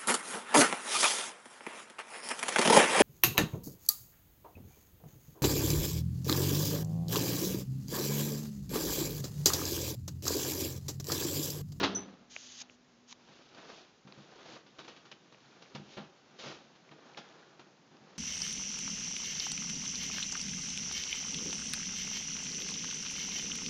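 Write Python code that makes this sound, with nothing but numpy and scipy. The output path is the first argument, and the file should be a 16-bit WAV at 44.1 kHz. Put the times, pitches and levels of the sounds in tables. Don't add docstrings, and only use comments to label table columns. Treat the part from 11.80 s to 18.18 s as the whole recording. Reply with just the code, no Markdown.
import sys
import numpy as np
from scipy import signal
from scipy.fft import rfft, irfft
from scipy.io import wavfile

SR = 44100
rng = np.random.default_rng(int(sys.argv[2]) if len(sys.argv) > 2 else 0)


def unload_audio(sound):
    columns = np.transpose(np.atleast_2d(sound))
    steps = np.round(np.clip(columns, -1, 1) * 32767)
    wavfile.write(sys.argv[1], SR, steps.astype(np.int16))


N = 281358
TIME = np.arange(N) / SR

# frequency_hz, density_db (per Hz)
AIR_SPECTRUM = [(25, -44), (60, -24), (100, -9), (170, 0), (330, -1), (600, -6), (1200, -9.5), (2500, -13),
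                (5000, -15), (7000, -16)]
AIR_DB = -64
# frequency_hz, density_db (per Hz)
RUMBLE_SPECTRUM = [(20, -46), (38, -1.5), (56, 0), (85, -7), (120, 4.5), (250, -24), (1000, -42)]
RUMBLE_DB, RUMBLE_FADE_DB_PER_S = -79.5, 5
HUM_HZ, HUM_DB, HUM_FADE_DB_PER_S = 246, -68, 14
LEAVE_S = 1.19

# start_s, panel_db, clatter_db, clatter_tilt_db (per octave), rise_s, t60_s
DOOR_BUMPS = [(0.0, -31, -33.5, 1, 0.0017, 0.38), (.028, -30.5, -23, 1.5, 0.0075, 0.16),
              (.06, -42, -40, -3, 0.0043, 0.78), (.157, -40, -53.5, -1.5, 0.0094, 1)]
# frequency_hz, level_db, t60_s
DOOR_MODES = [(78, -14, 0.29), (141.3, -19, 0.47), (199.7, -2, 0.54), (280.3, -5, 0.37), (336, -1.5, 0.21),
              (400, -2.5, 0.3), (463, -4, 0.18), (616, -12, 0.25), (1436, -6, 0.083)]
# frequency_hz, density_db (per Hz)
CLATTER_SPECTRUM = [(30, -45), (90, -5), (200, 4), (400, -1.5), (850, -2), (1400, -2.5), (2200, -10),
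                    (3100, -6.5), (4000, -7), (5000, -14.5), (7000, -23.5)]
# frequency_hz, level_db, t60_s
METAL_MODES = [(5780, -11, .07), (5910, -4, .15), (5997, -2, .16), (6064, 0, .15), (6105, -6, .11),
               (6290, -11, .06)]
PING_S, PING_DB = .148, -27

# start_s, length_s, level_db, surge_db (as the grip lets go)
HAND_SLIDES = [(0.494, 0.326, -48, 11), (0.885, 0.072, -62.5, -5), (1.267, 0.061, -55.5, 10)]
# frequency_hz, density_db (per Hz)
SKIN_SPECTRUM = [(100, -19), (500, -11.5), (1100, -8.5), (2000, -5), (2500, -3.5), (3000, 2.5), (4200, 0.5),
                 (5400, 0.5), (6600, 6), (7500, 0.5)]
SLIDE_ATTACK_S, SLIDE_SURGE_S, SLIDE_RELEASE_S = 0.022, 0.026, .004
# start_s, level_db, ring_hz
CASE_TICKS = [(.5639, -11.5, 2440), (0.8974, -26, 2660), (1.3118, -27, 4700), (1.3263, -16.5, 3900),
              (2.3238, -20, 4260), (3.3255, -23.5, 2520), (3.5458, -31.5, 2530), (3.859, -35, 2300),
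              (5.092, -33, 2300), (5.347, -28, 2460), (5.489, -26, 5900), (6.169, -29.5, 5000)]
# share (of ring_hz), level_db, t60_s
CASE_MODES = [(.25, -24.5, 0.012), (.57, -15.5, 0.0049)]
TICK_CYCLES = 8.5

# start_s, level_db, t60_s
SOLE_SCUFFS = [(.812, -56.5, 0.23), (1.746, -52, 0.064), (1.779, -54, .07), (2.587, -57, .06),
               (2.862, -56, 0.18), (2.984, -44.5, 0.18), (3.044, -50.5, 0.1), (3.077, -46.5, 0.2),
               (3.162, -52, 0.13), (3.25, -56, 0.2), (3.313, -46.5, 0.082), (3.521, -54.5, .06),
               (3.82, -50, 0.091), (4.951, -56.5, 0.075), (5.371, -41, .13)]
SCUFF_RISE_S, SCUFF_TILT_DB = .0035, 1.23
SCUFF_THUD_DB = -13
# start_s, thud_db, sole_db, sole_tilt_db (per octave), t60_s
FOOTFALLS = [(1.487, -56.5, -62, -2, 0.18), (2.25, -50.5, -61, -6, .14), (2.272, -55, -50, -2, 0.17),
             (2.375, -51, -56, -3.5, 0.2), (2.733, -58, -52, -2, .09), (3.948, -42.5, -40.5, 0.7, .12),
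             (3.997, -51, -51, -11, .1), (4.168, -45.5, -42.5, -1.5, 0.24), (4.186, -42.5, -51.5, -2, 0.36),
             (4.657, -45.5, -45, 1.5, 0.12), (5.112, -56, -48, -1.5, 0.1), (5.793, -60, -50.5, 0, 0.13),
             (6.113, -55.5, -59.5, -2, 0.5), (6.215, -54.5, -69, -7, .15)]
STEP_RISE_S = 0.002
# frequency_hz, level_db, t60_s
BOARD_MODES = [(124, -13, 0.092), (149.8, 3, 0.17), (173.5, -4.5, 0.11), (206, 3, 0.15), (235, -5.5, 0.14),
               (334.4, -14.5, 0.27), (801, -10, 0.22)]
# frequency_hz, density_db (per Hz)
SOLE_SPECTRUM = [(30, -44), (70, -20), (145, 0), (330, 5), (520, 1), (820, 0), (1400, -2), (2000, -7),
                 (3200, -4), (4800, -10), (7000, -18.5)]

# full_speed_s, build_up_s, hold_s, fade_s, drag_db, swish_db
LEG_SWINGS = [(1.521, 0.34, 0.06, 0.79, -63.5, -62), (1.778, 0.11, 0.036, 0.29, -55, -59),
              (1.895, .1, 0.077, 0.2, -57.5, -56), (2.34, .1, 0.19, .4, -62, -63),
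              (2.702, 0.27, .06, 0.075, -51.5, -54), (2.96, 0.14, 0.22, 0.35, -65.5, -66.5),
              (3.66, 0.79, 0.26, 0.86, -64, -65), (4.123, 0.14, 0.022, 0.14, -60.5, -55.5),
              (4.593, 0.017, 0.11, 0.11, -50, -47.5), (4.76, 0.89, 0.032, 0.39, -60, -63.5),
              (5.302, 0.64, 0.29, 0.7, -58.5, -64.5), (6.3, 0.3, .08, .2, -59.5, -66)]
SWING_RANGE_DB = 21.5
# frequency_hz, density_db (per Hz)
DRAG_SPECTRUM = [(30, -48), (60, -37), (130, -12.5), (310, -2.5), (450, -3), (650, -5), (1000, -7.5),
                 (1500, -8), (2200, -17), (4000, -31)]
# frequency_hz, density_db (per Hz)
SWISH_SPECTRUM = [(600, -2.5), (1500, -15), (2300, 4), (3300, 5.5), (4200, 4), (5200, 1.5), (7000, -3.5)]
SETTLE_FROM_S, SETTLES_PER_S, SETTLE_DB = 2.3, 15, -65

# frequency_hz, t60_s
ROOM_DECAY = [(100, .5), (300, .5), (1000, .45), (3000, .38), (6000, .24)]
BASS_HZ, EDGE_HZ = 42.4, 7080


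def amp(db):
    return 10 ** (np.asarray(db) / 20)


def evened(x):
    return x / np.sqrt(np.mean(x ** 2) + 1e-20)


def read(points, hz):
    table_hz, value = np.transpose(points)
    return np.interp(np.log(hz + 1), np.log(table_hz + 1), value)


def add(mix, s, sound):
    part = mix[max(round(s * SR), 0):][:len(sound)]
    part += sound[:len(part)]


def colour(x, spectrum, tilt_db=0):
    hz = np.fft.rfftfreq(len(x), 1 / SR)
    octaves = np.log2(np.maximum(hz, 200) / 1000)
    gain = amp(read(spectrum, hz) + tilt_db * octaves)
    return evened(irfft(rfft(x) * gain, len(x)))


def wander(size, rate_hz):
    hz = np.fft.rfftfreq(size, 1 / SR)
    lowpass = np.exp(-(hz / rate_hz) ** 2) * (hz > 0)
    return evened(irfft(rfft(rng.standard_normal(size)) * lowpass, size))


def friction(size, clump_db, clump_hz):
    return rng.standard_normal(size) * amp(clump_db * wander(size, clump_hz))


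def ring(modes, t, spread=0.):
    total = np.zeros(len(t))
    for hz, db, t60 in modes:
        shifted_hz = hz * (1 + spread * rng.uniform(-1, 1))
        total += amp(db - 60 * t / t60) * np.sin(2 * np.pi * shifted_hz * t)
    return total


def walls(x, echo_db=-18, count=5):
    out = x.copy()
    delays_s = rng.uniform(.002, .018, count)
    signs = rng.choice([-1, 1], count)
    for delay_s, sign in zip(delays_s, signs):
        add(out, delay_s, sign * amp(echo_db) * x)
    return out


def blows(rows, modes, spectrum, spread, clump_db, push_s):
    out, t = np.zeros(N), np.arange(SR // 2) / SR
    for s, wood_db, burst_db, tilt_db, rise_s, t60 in rows:
        rise_s = max(rise_s, 1e-3)
        contact = np.minimum(t / rise_s, 1) * amp(-60 * np.maximum(t - rise_s, 0) / t60)
        grains = friction(len(t), clump_db, clump_hz=510)
        burst = colour(grains, spectrum, tilt_db) * contact
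        push = 1 - np.exp(-t / push_s)
        wood = ring(modes, t, spread) * push
        add(out, s, amp(wood_db) * wood + amp(burst_db) * walls(burst))
    return out


def house():
    gone_s = np.maximum(TIME - LEAVE_S, 0)
    air = colour(rng.standard_normal(N), AIR_SPECTRUM) * amp(AIR_DB + .5 * wander(N, 11))
    rumble_gain = amp(RUMBLE_DB - RUMBLE_FADE_DB_PER_S * gone_s)
    rumble = colour(rng.standard_normal(N), RUMBLE_SPECTRUM) * rumble_gain
    turns = np.cumsum(HUM_HZ + 5 * wander(N, 20)) / SR
    hum_gain = amp(HUM_DB - HUM_FADE_DB_PER_S * gone_s + 2 * wander(N, 27))
    hum = np.sqrt(2) * np.sin(2 * np.pi * turns) * hum_gain
    return air + rumble + hum


def bumps():
    return blows(DOOR_BUMPS, DOOR_MODES, CLATTER_SPECTRUM, spread=0.017, clump_db=3.5, push_s=0.0046)


def ping():
    out, t = np.zeros(N), np.arange(SR // 2) / SR
    swell = 1 - np.exp(-(t / 0.0038) ** 2)
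    add(out, PING_S, amp(PING_DB) * ring(METAL_MODES, t) * swell)
    return out


def slide(s, length, db, surge_db):
    past_end = TIME - s - length
    attack = np.clip((TIME - s) / SLIDE_ATTACK_S, 0, 1)
    surge = amp(db + surge_db * np.exp(np.minimum(past_end, 0) / SLIDE_SURGE_S))
    release = np.exp(-np.maximum(past_end, 0) / SLIDE_RELEASE_S)
    return attack * surge * release


def hand():
    hiss = colour(friction(N, clump_db=0.6, clump_hz=248), SKIN_SPECTRUM)
    return hiss * sum(slide(*row) for row in HAND_SLIDES)


def ticks():
    out, t = np.zeros(N), np.arange(SR // 20) / SR
    onset = 1 - np.exp(-(t / 0.00064) ** 2)
    for s, db, hz in CASE_TICKS:
        modes = [(hz, 0, TICK_CYCLES / hz)]
        modes += [(share * hz, low_db, t60) for share, low_db, t60 in CASE_MODES]
        add(out, s, amp(db) * ring(modes, t) * onset)
    return out


def footwork():
    scuffs = [(s, db + SCUFF_THUD_DB, db, SCUFF_TILT_DB, SCUFF_RISE_S, t60)
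              for s, db, t60 in SOLE_SCUFFS]
    steps = [(s, thud_db, sole_db, tilt_db, STEP_RISE_S, t60)
             for s, thud_db, sole_db, tilt_db, t60 in FOOTFALLS]
    return blows(scuffs + steps, BOARD_MODES, SOLE_SPECTRUM, spread=0.046, clump_db=2.0, push_s=0.0072)


def swing(s, build, hold, fade):
    before = np.maximum(s - TIME, 0) / max(build, 1e-3)
    after = np.maximum(TIME - s - hold, 0) / max(fade, 1e-3)
    return amp(-SWING_RANGE_DB * (before + after))


def legs():
    swings = np.array([swing(*row[:4]) for row in LEG_SWINGS])
    drag_db, swish_db = np.transpose(LEG_SWINGS)[4:, :, None]
    drag_gain = np.linalg.norm(amp(drag_db) * swings, axis=0)
    swish_gain = np.linalg.norm(amp(swish_db) * swings, axis=0)
    drag = colour(friction(N, clump_db=2.5, clump_hz=62.4), DRAG_SPECTRUM) * drag_gain
    swish = colour(friction(N, clump_db=1.5, clump_hz=220), SWISH_SPECTRUM) * swish_gain
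    return drag + swish


def settling():
    out, t = np.zeros(N), np.arange(SR // 2) / SR
    push = 1 - np.exp(-t / .012)
    for slot_s in np.arange(SETTLE_FROM_S, N / SR, 1 / SETTLES_PER_S):
        nudge = ring(BOARD_MODES, t, spread=.15) * push
        level_db = SETTLE_DB + 2.1 * rng.standard_normal()
        add(out, slot_s + rng.random() / SETTLES_PER_S, amp(level_db) * nudge)
    return out


def room(x):
    chosen = rng.random(SR) < 3000 / SR
    late = np.arange(SR) > .005 * SR
    taps = rng.choice([-1., 1.], SR) * chosen * late
    hz, t, bands = signal.stft(taps, SR, nperseg=256)
    decay = amp(-60 * t / read(ROOM_DECAY, hz)[:, None])
    tail = signal.istft(bands * decay, SR, nperseg=256)[1]
    return signal.fftconvolve(x, tail / np.linalg.norm(tail))[:N]


def scene():
    door = bumps() + ping()
    moving = footwork() + legs() + settling()
    hallway = amp(-15.5) * room(door) + amp(-10.5) * room(moving)
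    return (house() + door + hand() + ticks() + moving + hallway)[None]


def record(dry):
    highpass = signal.butter(2, BASS_HZ, "highpass", fs=SR, output="sos")
    thin = signal.sosfilt(highpass, dry)
    lowpass = signal.firwin(101, EDGE_HZ, window=("kaiser", 7), fs=SR)
    return signal.oaconvolve(thin, lowpass[None], "same")


dry = scene()
out = record(dry)
unload_audio(out)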